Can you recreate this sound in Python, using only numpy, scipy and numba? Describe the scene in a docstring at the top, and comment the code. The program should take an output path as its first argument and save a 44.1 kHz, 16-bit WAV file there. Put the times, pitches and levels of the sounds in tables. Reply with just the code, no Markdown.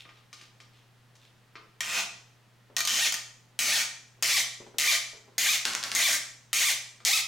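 """Fingers rub on a plastic cover and a hex key clicks in its socket, close by, over a small workroom's hum.
The key then backs a tight screw out in nine short turns. Each is stick-slip friction: single ticks
speed up to a squeal and slow down again, exciting the modes of the cover. The hand bumps the frame
as it takes a new grip, and after the sixth turn a loose screw drops and bounces on the bench."""
import sys
import numpy as np
from scipy import signal
from scipy.fft import rfft, irfft
from scipy.io import wavfile
from numba import njit

SR = 44100
rng = np.random.default_rng(int(sys.argv[2]) if len(sys.argv) > 2 else 0)


def transcribe(u):
    """Save the signal u as a 16-bit wav file named by the first command-line argument.

    u: samples, shape (n,) or (channels, n), limited to [-1, 1]; the rate is SR.
    q: integer samples, one column per channel.
    """
    v = np.clip(np.atleast_2d(u).T, -1, 1)
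    q = np.round(v * 32767).astype(np.int16)
    wavfile.write(sys.argv[1], SR, q)


N = 320739


def undb(db):
    """Decibels to amplitude ratio."""
    return 10 ** (np.asarray(db) / 20)


def unit(x):
    """Normalise a response to energy 1."""
    return x / np.sqrt(np.sum(x ** 2))


def on_log(hz, points):
    """Interpolate (Hz, value) points on a log-frequency axis."""
    f, value = np.transpose(points)
    return np.interp(np.log(hz + 1e-3), np.log(f), value)


def colour(x, points, treble_db=0, bass_db=0, size=2048):
    """Minimum-phase filter with the given spectrum and two shelves."""
    hz = np.fft.rfftfreq(size, 1 / SR)
    shelves = treble_db * hz ** 2 / (hz ** 2 + 6000 ** 2) + bass_db / (1 + (hz / 1500) ** 2)
    cepstrum = irfft(np.log(undb(on_log(hz, points) + shelves)))
    cepstrum[1:size // 2] *= 2
    cepstrum[size // 2 + 1:] = 0
    return signal.fftconvolve(x, irfft(np.exp(rfft(cepstrum))))[:len(x)]


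def resonate(x, centre_hz, width_hz):
    """Two equal resonators in cascade; the output has rms 1."""
    hz = np.fft.rfftfreq(len(x), 1 / SR) + 1
    y = irfft(rfft(x) / (1 + 1j * (hz - centre_hz ** 2 / hz) / width_hz) ** 2, len(x))
    return y / np.std(y)


def fade(t60, size=16384):
    """Exponential damping: 60 dB in t60 seconds."""
    return np.exp(-np.log(1000) * np.arange(size) / SR / max(t60, 1e-4))


def burst(t60):
    """Modal overlap: countless close modes decay together as noise."""
    decay = fade(t60)
    return unit(decay * rng.standard_normal(len(decay)))


def blow(x, db):
    """Give an impact the energy of 4 ms at this level."""
    return unit(x) * undb(db) * np.sqrt(.004 * SR)


def add(out, s, x):
    """Superpose x on out at s seconds."""
    i = max(int(s * SR), 0)
    out[i:i + len(x)] += x[:max(N - i, 0)]


# Spectra of room air and rumble. Each row: frequency in Hz, relative level in dB.
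AIR_SPECTRUM = [(120, -59), (200, -3), (353, -6), (499, -4.5), (527, -5.5), (863, -6.5), (1580, -8),
                (1930, -7), (2230, -11), (2990, -10.5), (3660, -12.5), (15800, -29.5)]
RUMBLE_SPECTRUM = [(20, -4), (30, 3), (45, -22), (90, -2.5), (170, -1.5), (230, -4), (350, -33)]
# Partials of the mains hum. Each row: frequency in Hz, level in dB.
HUM_PARTIALS = [(60, -89), (120.1, -63)]
def background(air_db=-65.5, rumble_db=-71, waver_db=1.3, knots=50):
    """Ambient noise, as mid and side: broadband air and rumble under a wavering mains hum."""
    spectra = (AIR_SPECTRUM, AIR_SPECTRUM, RUMBLE_SPECTRUM, RUMBLE_SPECTRUM)
    noises = (unit(colour(rng.standard_normal(N), points)) * np.sqrt(N) for points in spectra)
    air, air_side, rumble, rumble_side = noises
    t = np.arange(N) / SR
    waver = undb(waver_db * np.interp(t, np.linspace(0, t[-1], knots), rng.standard_normal(knots)))
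    hum = sum(undb(db) * np.sqrt(2) * np.sin(2 * np.pi * (hz * t + rng.random()))
              for hz, db in HUM_PARTIALS)
    mid = undb(air_db) * air + undb(rumble_db) * rumble + waver * hum
    side = undb(air_db - 8) * air_side + undb(rumble_db - 5) * rumble_side
    return mid, side


# Finger strokes on the cover. Each row: middle in seconds, half length in seconds, level in dB.
FINGER_STROKES = [(0, 0.019, -49.5), (0.182, 0.033, -64), (0.4, .045, -56.5), (.77, 0.054, -66),
                  (1.25, 0.045, -62.5)]
def finger_rubs(grain_db=4, grain_samples=128):
    """Sliding friction: grainy noise from the fingers drives one broad resonance."""
    t = np.arange(N) / SR
    noise = rng.standard_normal(N)
    grains = np.repeat(undb(grain_db * rng.standard_normal(N // grain_samples + 1)), grain_samples)[:N]
    pressure = sum(undb(db) * np.exp(-((t - s) / half_s) ** 2) for s, half_s, db in FINGER_STROKES)
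    return pressure * resonate(noise * grains, centre_hz=2960, width_hz=2800)


# Modes of cover, key and frame. Each row: frequency in Hz, T60 in seconds, relative energy in dB.
MODES = [(679, 0.057, -6.5), (1214, 0.24, -5), (1860, 0.048, -1.5), (2100, 0.01, -2), (2346, 0.043, -2),
         (3108, 0.036, -4.5), (3780, 0.043, -20), (4700, 0.063, -38.5), (6130, 0.066, -8.5),
         (6570, 0.046, -11), (6980, 0.032, -10), (7030, 0.06, -13), (8110, 0.12, -3.5)]
def ringing():
    """Free vibration: each mode is a damped sinusoid."""
    t = np.arange(len(fade(1))) / SR
    return sum(undb(db) * unit(fade(t60) * np.sin(2 * np.pi * (hz * t + rng.random())))
               for hz, t60, db in MODES)


# Sharp knocks: the key in its socket, and at 7.003 s a clicky knock of the hand taking its last grip. Each row:
# start in seconds, relative level in dB, treble shelf in dB.
KNOCKS = [(.051, -49, -48), (0.091, -48, -14), (0.329, -41.5, 17), (.412, -46.5, 12), (.602, -47.5, 9),
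          (1.154, -56, 23), (1.555, -40, -22), (7.003, -50, -13)]
# Spectrum of a knock. Each row: frequency in Hz, relative level in dB.
KNOCK_SPECTRUM = [(180, -33), (300, 4), (515, -1), (828, -4), (1150, 8), (1760, 1), (2520, 6), (2780, 3.5),
                  (5440, 3), (15000, -32)]
def knocks(gain_db=2, ring_db=-13):
    """Impact excitation: the key strikes its socket, or the hand knocks the frame, and sets the modes ringing."""
    out = np.zeros(N)
    for s, db, treble_db in KNOCKS:
        knock = burst(t60=0.15) + undb(ring_db) * ringing()
        add(out, s, blow(colour(knock, KNOCK_SPECTRUM, treble_db), db + gain_db))
    return out


def cover(rattle_db=-6, modes_db=-11):
    """Impulse response of the cover, drawn anew each time: a crack, a plastic rattle and the modes."""
    rattle = burst(t60=0.081)
    return signal.unit_impulse(len(rattle)) + undb(rattle_db) * rattle + undb(modes_db) * ringing()


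# Spectrum of the creak, in jerks and turns alike. Each row: frequency in Hz, relative level in dB.
CREAK_SPECTRUM = [(30, -37), (70, -36), (130, -20.5), (220, -15), (420, -22.5), (680, -16), (950, -13.5),
                  (1500, -6.5), (2000, -9.5), (3200, -2.5), (4300, -2.5), (6500, -3), (8500, -10),
                  (15800, -18.5)]
def jerk(db, treble_db=0):
    """Static friction gives way: a few milliseconds of grinding radiate through the cover."""
    grinding = signal.fftconvolve(burst(t60=0.022), cover())
    return blow(colour(grinding, CREAK_SPECTRUM, treble_db), db)


@njit
def slips(hz, sizes):
    """Relaxation oscillation: a pulse whenever the thread lets go, and the seconds since the last."""
    pulses, age = np.zeros(len(hz) + 1), np.zeros(len(hz))
    phase, k, since = .5, 0, 1.
    for i in range(len(hz)):
        step = hz[i] / SR
        phase, since = phase + step, since + 1 / SR
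        if phase >= 1:
            phase, k, since = phase - 1, k + 1, 0.
            pulses[i] += sizes[k] * phase / step  # shared between two samples
            pulses[i + 1] += sizes[k] * (1 - phase / step)
        age[i] = since
    return pulses[:-1], age


def rasp(hz, age, pulses, grit_s=0.0023, tick_db=-8):
    """Strain release: each slip ticks and grinds; slow slips have stored more, so each is bigger."""
    grind_rms = np.sqrt(hz * grit_s / 2 * (1 - np.exp(-2 / (hz * grit_s))))
    grind = np.exp(-age / grit_s) / grind_rms * rng.standard_normal(N)[:len(hz)]
    grit = grind + undb(tick_db) * pulses * np.sqrt(SR / hz)
    return grit / np.std(grit)


def head_rub(centre_hz, tight):
    """Friction of the screw head on the cover: a second of hollow resonance, stronger when tight."""
    return resonate(rng.standard_normal(SR), centre_hz, width_hz=480) * undb(-6.5 + 3 * tight)


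# Spectral envelope of the squeal. Each row: frequency in Hz, relative level in dB.
SQUEAL_SPECTRUM = [(450, -19), (700, -18), (950, -21), (1250, -17), (1500, -18), (1850, -8), (2400, -4.5),
                   (2900, -10), (3600, -5.5), (4700, -11), (7000, -16), (12000, -20)]
def squeal(hz, harmonics=12, flutter_db=3.5, knots=20):
    """Self-excited oscillation: periodic slips give harmonics, each fluttering as the contact shifts."""
    cycles = np.cumsum(hz) / SR
    place = np.linspace(0, knots - 1, len(hz))
    out = np.zeros(len(hz))
    for k in range(1, harmonics + 1):
        flutter = np.interp(place, np.arange(knots), rng.standard_normal(knots))
        rms = undb(on_log(k * hz, SQUEAL_SPECTRUM) + flutter_db * flutter)
        out += rms * np.sqrt(2) * np.sin(2 * np.pi * (k * cycles + rng.random()))
    return out


def turn(t, row, tight, treble_db, crawl_hz=35.24, lock_hz=680, swell_db=11.5, release_s=0.044):
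    """Stick-slip friction: the slip rate follows the wrist, uneven when slow, periodic when fast."""
    _, fastest, stop, top_hz, rise_s, head_hz, db = row
    fall_s = .039 + .03 * tight  # a tight screw stops more slowly
    speed = 1 / (1 + np.abs((t - fastest) / np.where(t < fastest, rise_s, fall_s)) ** 2.3)
    steady_hz = crawl_hz + (top_hz - crawl_hz) * speed
    lock_share = 1 / (1 + (lock_hz / steady_hz) ** 6)
    locked, unlocked = np.sqrt(lock_share), np.sqrt(1 - lock_share)
    rate_scatter, size_scatter = rng.standard_normal((1024, 2)).T
    jitter = .015 + .15 * (1 - lock_share) ** 2
    cycle = np.cumsum(steady_hz / SR).astype(int)
    hz = steady_hz * np.exp(jitter * rate_scatter[cycle])
    pulses, age = slips(hz, undb(3.5 * size_scatter))
    push = undb(db + swell_db * tight * (speed - 1.5)) * np.clip((stop - t) / release_s, 0, 1)
    friction = rasp(hz, age, pulses) * push
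    bass_db = -1.5 + 8 * tight
    # Speeding up, locked, slowing down: locked slips feed the tone, so the rasp turns weak and thin.
    stages = [(unlocked * (t < fastest), bass_db),
              (locked * undb(-5), bass_db - 17),
              (unlocked * (t >= fastest), bass_db)]
    out = 0
    for share, shelf_db in stages:
        response = unit(colour(cover(), CREAK_SPECTRUM, treble_db, shelf_db))
        out = out + signal.fftconvolve(friction * share, response)
    tone = squeal(hz) * push * locked
    head = head_rub(head_hz, tight)[:len(t)] * push * unlocked
    out[:len(t)] += tone + head
    # Harmonics that sweep over a mode leave it ringing.
    return out + undb(-24) * signal.fftconvolve(tone, ringing())


# Turns of the key. Each row: start, fastest moment and stop in seconds, top slip rate in Hz,
# rise from half to full speed in seconds, resonance of the screw head in Hz, relative level in dB.
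KEY_TURNS = [ (1.806, 1.978, 2.049, 374.3, 0.081, 2560, -25),
             (2.874, 3.034, 3.115, 924, 0.064, 3080, -27.5),
             (3.59, 3.744, 3.855, 908.4, 0.065, 2350, -27.5), (4.225, 4.35, 4.44, 1163, 0.046, 2050, -26.5),
             (4.784, 4.888, 4.994, 1209, 0.028, 2080, -26.5), (5.381, 5.51, 5.59, 1266, 0.054, 2040, -27),
             (5.95, 6.053, 6.189, 1188, 0.047, 2110, -27), (6.53, 6.671, 6.75, 1189, 0.06, 2337, -26.5),
             (7.05, 7.156, 7.22, 1305, 0.068, 2160, -26.5)]
def unscrewing(tight_hz=376.5, creep_delay_s=.004):
    """Static, then sliding friction: each turn jerks loose and creaks, brighter as the screw comes out."""
    out = np.zeros(N)
    for k, row in enumerate(KEY_TURNS):
        start, _, _, top_hz, _, _, db = row
        tight = (tight_hz / top_hz) ** 2  # near 1 when the screw barely turns, near 0 when it runs free
        treble_db = 3 + k - 5.5 * tight
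        add(out, start, jerk(db + 7 - 5 * tight, treble_db))
        t = np.arange(start + creep_delay_s, row[2], 1 / SR)
        add(out, t[0], turn(t, row, tight, treble_db))
    return out


# Bumps of the hand taking a new grip. Each row: start in seconds, relative level in dB.
GRIP_BUMPS = [(2.698, -55), (4.187, -65.5), (4.602, -46.5), (4.666, -51.5), (4.743, -50), (5.132, -52),
              (5.278, -55.5)]
# Spectrum of a bump. Each row: frequency in Hz, relative level in dB.
BUMP_SPECTRUM = [(120, -19), (280, -6), (400, 1), (650, -9.5), (1000, -10.5), (3000, -30), (10000, -61)]
def hand_bumps(gain_db=5):
    """Soft impact: the hand excites mainly the low modes of the frame."""
    out = np.zeros(N)
    for s, db in GRIP_BUMPS:
        add(out, s, blow(colour(burst(t60=0.088), BUMP_SPECTRUM), db + gain_db))
    return out


# Snags before and after the second turn. Each row: start in seconds, level in dB.
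SNAGS = [(2.766, -20), (2.782, -26), (2.79, -26.5), (2.805, -21), (2.851, -24), (3.123, -25), (3.141, -25)]
def thread_snags():
    """Isolated stick-slip events: the thread catches and lets go in single jerks."""
    out = np.zeros(N)
    for s, db in SNAGS:
        add(out, s, jerk(db))
    return out


# Bounces of the loose screw. Each row: start in seconds, tick level in dB, relative bench gain in dB.
SCREW_BOUNCES = [(5.6532, -22.5, -7), (5.7352, -31.5, -15), (5.751, -24, -19), (5.829, -32.5, -6.5),
                 (5.838, -27.5, -10), (5.9171, -27.5, -8.5)]
# Spectra of the steel tick and the bench. Each row: frequency in Hz, relative level in dB.
TICK_SPECTRUM = [(200, -16), (1000, -0.5), (2200, 9.5), (3500, 14.5), (5500, 11.5), (8000, 4.5),
                 (15000, -18)]
BENCH_SPECTRUM = [(100, -17), (220, -3), (400, -8.5), (800, -1.5), (1500, 5), (3000, 0.5), (6000, -1),
                  (10000, -10.5), (15000, -19.5)]
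def dropped_screw(bench_db=9):
    """Hard impact: the brief contact of steel gives a bright tick, then the bench vibrates freely."""
    out = np.zeros(N)
    for s, db, body_db in SCREW_BOUNCES:
        add(out, s, blow(colour(burst(t60=0.0012), TICK_SPECTRUM), db))
        add(out, s, blow(colour(burst(t60=0.47), BENCH_SPECTRUM), db + body_db + bench_db))
    return out


# Reverberation of the workroom. Each row: frequency in Hz, T60 in seconds.
REVERB_TIMES = [(150, 0.67), (400, 0.67), (1000, 0.537), (2800, 0.4878), (7300, 0.52), (15000, 0.23)]
def room_tail(build_s=0.0027, bands=12, size=32768):
    """Diffuse field: reflections build up quickly and are absorbed sooner in the treble."""
    t, hz = np.arange(size) / SR, np.fft.rfftfreq(size, 1 / SR)
    noise = rfft(rng.standard_normal(size))
    centres = np.geomspace(REVERB_TIMES[0][0], REVERB_TIMES[-1][0], bands)
    tail = np.zeros(size)
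    for centre, share in zip(centres, np.eye(bands)):
        band = irfft(noise * np.interp(hz, centres, share))
        tail += band * fade(on_log(centre, REVERB_TIMES), size)
    return unit(tail * (1 - np.exp(-t / build_s)))


def scene(room_db=-4, room_side_db=-11, near_side_db=-15, balance_db=0.17):
    """Mid-side stereo: two close capsules share the direct sound; reflections and room noise differ."""
    direct = unscrewing() + thread_snags() + knocks() + hand_bumps()
    direct += finger_rubs() + dropped_screw()
    mid, side = background()
    mid += direct + undb(room_db) * signal.fftconvolve(direct, room_tail())[:N]
    side += undb(room_side_db) * signal.fftconvolve(direct, room_tail())[:N]
    side += undb(near_side_db) * signal.fftconvolve(direct, burst(t60=0.037))[:N]
    return np.array([(mid + side) * undb(balance_db / 2), (mid - side) * undb(-balance_db / 2)])


def record(dry):
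    """Band limiting: a steep elliptic low-pass cuts the top."""
    return signal.sosfilt(signal.ellip(10, .2, 80, 15900, fs=SR, output="sos"), dry)


dry = scene()
out = record(dry)
transcribe(out)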